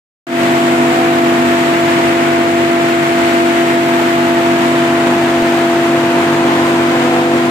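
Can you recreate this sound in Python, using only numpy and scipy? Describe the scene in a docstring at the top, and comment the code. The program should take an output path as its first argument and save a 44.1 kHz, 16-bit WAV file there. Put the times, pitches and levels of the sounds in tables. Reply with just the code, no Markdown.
"""A diesel air compressor runs at a steady speed under an open shelter, a few metres away.
Its engine hums and drives a seven-blade fan, which chops the air into a strong note. A second machine
drones about a fourth lower. Cooling air roars through the housings, pulsing with the diesel clatter.
The listener slowly turns from side to side, and one sharp tick is heard."""
import sys
import numpy as np
from scipy import signal
from scipy.fft import rfft, irfft
from scipy.io import wavfile
from scipy.ndimage import map_coordinates

SR = 44100
rng = np.random.default_rng(int(sys.argv[2]) if len(sys.argv) > 2 else 0)


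def to_wav(sig):
    """Store sig (one row per channel, or 1-D mono) as 16-bit WAV at the path in sys.argv[1].

    Samples outside -1..1 are clipped; the rate is SR.
    """
    pcm = np.clip(np.atleast_2d(sig), -1, 1) * 32767
    pcm = np.round(pcm).astype(np.int16)
    wavfile.write(sys.argv[1], SR, pcm.T)  # frames by channels


N = 330750
TIME = np.arange(N) / SR
HZ = np.fft.rfftfreq(N, 1 / SR)

# Where the listener faces, right is positive: t/s, angle/degrees
HEADING = [(0.3, 9), (1.2, 18), (2.2, 37), (3.3, 30), (4.15, 17), (4.8, 0), (5.8, -52), (7.4, -55)]
# Delay of the left ear, of which each layer takes a share: t/s, delay/ms
LEFT_DELAY = [(0.3, .39), (3, 0.44), (4.6, 0.33), (5.2, 0.027), (6, -0.094), (7.4, -0.2)]
# The listener moves through loud and quiet spots (standing waves) of the hum: t/s, gain/dB
HUM_GAIN = [(0.4, -3.5), (0.85, -0.5), (1.5, -3), (2.2, -2.5), (3.2, -4), (4.1, -3), (5, -1.1), (5.8, -3),
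            (6.5, 0.5), (7.4, -1.5)]
# The second machine's fan note: t/s, level/dB
FAR_NOTE = [(0.45, -18.5), (0.76, -16), (1.12, -21.3), (1.46, -17.5), (1.85, -22), (3.2, -21.5),
            (4.2, -19.5), (5.1, -19.5), (6.7, -20.5), (7.5, -18)]
# Spots where its overtones flare up: t/s, half length/s, 2nd harmonic gain/dB, 3rd harmonic gain/dB
FAR_FLARES = [(1.02, .32, 4, 10), (2.55, .22, 4, 1), (7.17, 0.22, 9, 11)]
# The cooling air before the housings colour it: f/Hz, level/dB per Hz
AIR_SPECTRUM = [(20, -77), (60, -75), (95, -58.5), (130, -55), (210, -52.5), (290, -48.5), (420, -52),
                (760, -50.5), (900, -46), (1150, -49.5), (1800, -51), (3000, -57.5), (5700, -70.5),
                (15000, -85)]
# How alike the air sounds in both ears: f/Hz, likeness (0 to 1)
EAR_LIKENESS = [(40, 1), (200, 0.94), (400, 0.98), (700, 0.55), (1100, 0.16), (2200, 0.1), (4000, 0.031),
                (15000, 0.044)]
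# Beams of thin hiss, left then right: heading/degrees, half width/degrees, base gain/dB, boost/dB
SIZZLE_BEAMS = [(17, 9, 1, 3.6), (36, 32, -3, 4)]
# The near engine's tones: multiple of shaft speed, level/dB before HUM_GAIN
ENGINE_TONES = [(1, -56), (2, -40), (3, -28.5), (4, -35), (5, -36), (6, -25.5), (8, -41), (9, -36),
                (11, -43), (15, -40), (20, -42)]
# The near fan's high overtones: multiple of its note, level/dB
FAN_OVERTONES = [(4, -39), (5, -65), (6, -42)]
# Resonances of the left and right microphone openings: f/Hz, width/Hz, gain/dB
LEFT_PORT = [(3130, 3600, 2), (6680, 1400, 5), (10000, 3300, 3), (13160, 760, 9), (13850, 1300, 9.5)]
RIGHT_PORT = [(3200, 2400, -1.85), (7450, 1830, 7.5), (8900, 2450, 6.5), (14000, 1000, 6)]
# The sound swells in at the start: t/s, gain/dB
FADE_IN = [(0.266, -100), (0.268, -15), (0.33, -5), (0.41, -0.5), (0.5, -0.5)]

SHAFT_HZ, BLADES = 48.52, 7  # the near machine
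FAR_FAN_HZ, AIR_PUMP_HZ = 249.35, 408  # the second machine
# Resonances of the housings, each f/Hz, width/Hz
ROAR, KNOCK, FIZZ, SIZZLE = (1050, 600), (2130, 800), (7900, 3900), (13900, 2000)


def gain_of(db):
    """Turns decibels into a factor to multiply by."""
    return 10 ** (np.asarray(db) / 20)


def unit_level(x):
    """Scales a signal to an average (rms) level of one."""
    return x / np.sqrt(np.mean(x ** 2) + 1e-20)


def over_time(table):
    """The value of a time table at every sample."""
    return np.interp(TIME, *np.transpose(table))


def over_frequency(table):
    """The value of a frequency table at every frequency, on a log scale."""
    hz, value = np.transpose(table)
    return np.interp(np.log(HZ + 1), np.log(hz + 1), value)


def wander(rate_hz):
    """A smooth random wobble of size one, up to about the given rate."""
    return unit_level(irfft(rfft(rng.standard_normal(N)) / (1 + (HZ / rate_hz) ** 4), N))


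def bell(hz, width):
    """The shape of a resonance over frequency, one at its top."""
    return 1 / (1 + (2 * (HZ - hz) / width) ** 2) ** 2


def spot(at_s, half_s):
    """Rises softly to one and falls again as the listener passes a spot."""
    return np.exp(-((TIME - at_s) / half_s) ** 4)


def lean_left(x, db):
    """Makes two channels, the left louder than the right by db."""
    return x * gain_of(np.outer([.5, -.5], db))


def delay_left(x, share):
    """Sound reaches the left ear later, or earlier when the delay is negative."""
    delay_s = share * over_time(LEFT_DELAY) / 1000
    return map_coordinates(x, [(TIME - delay_s) * SR], order=3, mode="nearest")


def count_turns(hz, wobble):
    """Cycles made so far, as the engine's governor holds the speed almost steady."""
    return np.cumsum(hz * (1 + wobble * wander(1.7))) / SR


def tone(turns, db, waver):
    """A pure tone whose strength and phase waver as swirling air flows in."""
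    flutter = 1 + waver * (wander(14) + 1j * wander(23))
    wave = np.exp(2j * np.pi * (turns + rng.random()))
    return np.sqrt(2) * gain_of(db) * (flutter * wave).real


def tick(at_s=5.4233, db=-13, decay_s=.0015):
    """A brief click that dies away: a sharp tick with a soft thud."""
    return gain_of(db) * (TIME >= at_s) * np.exp(-np.maximum(TIME - at_s, 0) / decay_s)


def shelter_echoes(x, echo_db, drift_s, count=6):
    """Sound bounces off ground, roof and panels; the paths drift as the listener moves."""
    mix = x.copy()
    for delay_s in rng.uniform(.003, .03, count):
        source_time = TIME - delay_s - drift_s * wander(.4)
        samples = np.clip(np.round(source_time * SR).astype(int), 0, N - 1)
        mix += gain_of(echo_db) * x[:, samples]
    return mix / np.sqrt(1 + count * gain_of(echo_db) ** 2)


def far_machine():
    """The second machine's fan beats against the near engine's hum; an air pump hums beside it."""
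    flares_db = sum(np.outer(db, spot(at_s, half_s)) for at_s, half_s, *db in FAR_FLARES)
    second_db, third_db = 1.05 * over_time(HUM_GAIN) + flares_db
    turns = count_turns(FAR_FAN_HZ, wobble=.00069)
    note = tone(turns, over_time(FAR_NOTE), waver=.1)
    note = lean_left(note, db=-.4 - .02 * over_time(HEADING))
    second = tone(2 * turns, db=-31.3 + second_db, waver=.14)
    third = tone(3 * turns, db=-36 + third_db, waver=.3)
    pump = tone(AIR_PUMP_HZ * TIME, db=-36, waver=.089)
    return note + second + third + pump


def diesel_clatter(shaft, depth=.11, uneven_db=5.2, decay_share=.4):
    """A pulsing gain: the engine fires twice a turn, each burst with its own strength."""
    firings = 2 * shaft
    strength = gain_of(uneven_db * rng.standard_normal(2000))[firings.astype(int)]
    burst = np.exp(-(firings % 1) / decay_share)
    return unit_level(1 + depth * strength * burst)


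def cooling_air(shaft, gust_hz=2.6):
    """Swirling air rushes and pulses with the firings; only its low part is alike in both ears."""
    pulses = diesel_clatter(shaft)
    swirl = gain_of(.5 * wander(8.6) + .5 * wander(250))
    left, other = rfft(rng.standard_normal((2, N)) * pulses * swirl)
    likeness = np.clip(over_frequency(EAR_LIKENESS), 0, 1)
    right = likeness * left + np.sqrt(1 - likeness ** 2) * other
    spectra = np.array([left, right]) * gain_of(over_frequency(AIR_SPECTRUM)) * np.sqrt(SR / 2)
    lows = 1 / (1 + (HZ / 900) ** 4)
    boom = irfft(spectra * lows, N) * gain_of(2 + .2 * over_time(HUM_GAIN) + .5 * wander(gust_hz))
    hiss_db = -.43 + .0034 * over_time(HEADING) + .36 * wander(gust_hz)
    hiss = irfft(spectra * (1 - lows), N) * gain_of(hiss_db)
    return boom + hiss


def housings(air):
    """Each opening beams out its own resonance, louder when it faces the listener."""
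    heading = over_time(HEADING)
    roar = gain_of(-.1 + .74 * over_time(HUM_GAIN))
    knock = gain_of(1.03 + .0273 * heading)
    fizz = lean_left(gain_of(2 * spot(at_s=.74, half_s=.27)), db=-.04 * heading)
    sizzle = gain_of([base_db + boost_db * np.exp(-((heading - centre) / half_width) ** 2)
                      for centre, half_width, base_db, boost_db in SIZZLE_BEAMS])
    bands = [(ROAR, roar), (KNOCK, knock), (FIZZ, fizz), (SIZZLE, sizzle)]
    spectrum = rfft(air)
    return air + sum((gain - 1) * irfft(spectrum * bell(*band), N) for band, gain in bands)


def near_engine(shaft):
    """The exhaust and engine block hum at whole multiples of the shaft speed."""
    hum_db = over_time(HUM_GAIN)
    return sum(tone(round(k) * shaft, db + hum_db, waver=.096) for k, db in ENGINE_TONES)


def near_fan(shaft, drift_db=.23, drift_hz=1.5):
    """Blades chop the cooling air into a strong note, its octave and faint overtones."""
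    passes = BLADES * shaft
    note = tone(passes, db=-15 + drift_db * wander(drift_hz), waver=.054)
    octave = tone(2 * passes, db=-19 + drift_db * wander(drift_hz), waver=.07)
    # The listener crosses a quiet spot of the octave, deeper in the left ear.
    dip = gain_of(np.outer([-5.5, -1], spot(at_s=7, half_s=.8)))
    whine_db = -35 + 1.3 * over_time(HUM_GAIN) + 5.3 * spot(at_s=7.1, half_s=.8)
    whine = tone(3 * passes, whine_db, waver=.17)
    overtones = sum(tone(round(k) * passes, db, waver=.2) for k, db in FAN_OVERTONES)
    return lean_left(note, db=.9) + octave * dip + whine + overtones


def scene():
    """Mixes drone, air and tick; the drone fills the shelter, so its direction is vaguer."""
    shaft = count_turns(SHAFT_HZ, wobble=.00053)
    drone_left, drone_right = near_fan(shaft) + near_engine(shaft) + far_machine()
    air = housings(cooling_air(shaft))
    air_left, air_right = shelter_echoes(air, echo_db=-20, drift_s=.00015)
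    left = delay_left(drone_left, share=.38) + delay_left(air_left, share=.98)
    return np.array([left, drone_right + air_right]) + tick()


def record(dry):
    """The microphone openings colour each side; the sound swells in and loses its highest treble."""
    ports_db = [sum(db * bell(hz, width) for hz, width, db in port) for port in (LEFT_PORT, RIGHT_PORT)]
    x = irfft(rfft(dry) * gain_of(ports_db), N)
    x *= gain_of(over_time(FADE_IN)) * (TIME > FADE_IN[0][0])
    x = x / (1 + (abs(x) / .98) ** 8) ** (1 / 8)  # rounds off the peaks
    treble_cut = signal.firwin(401, cutoff=15050, window=("kaiser", 9), fs=SR)
    return signal.oaconvolve(x, treble_cut[None], "same")


dry = scene()
out = record(dry)
to_wav(out)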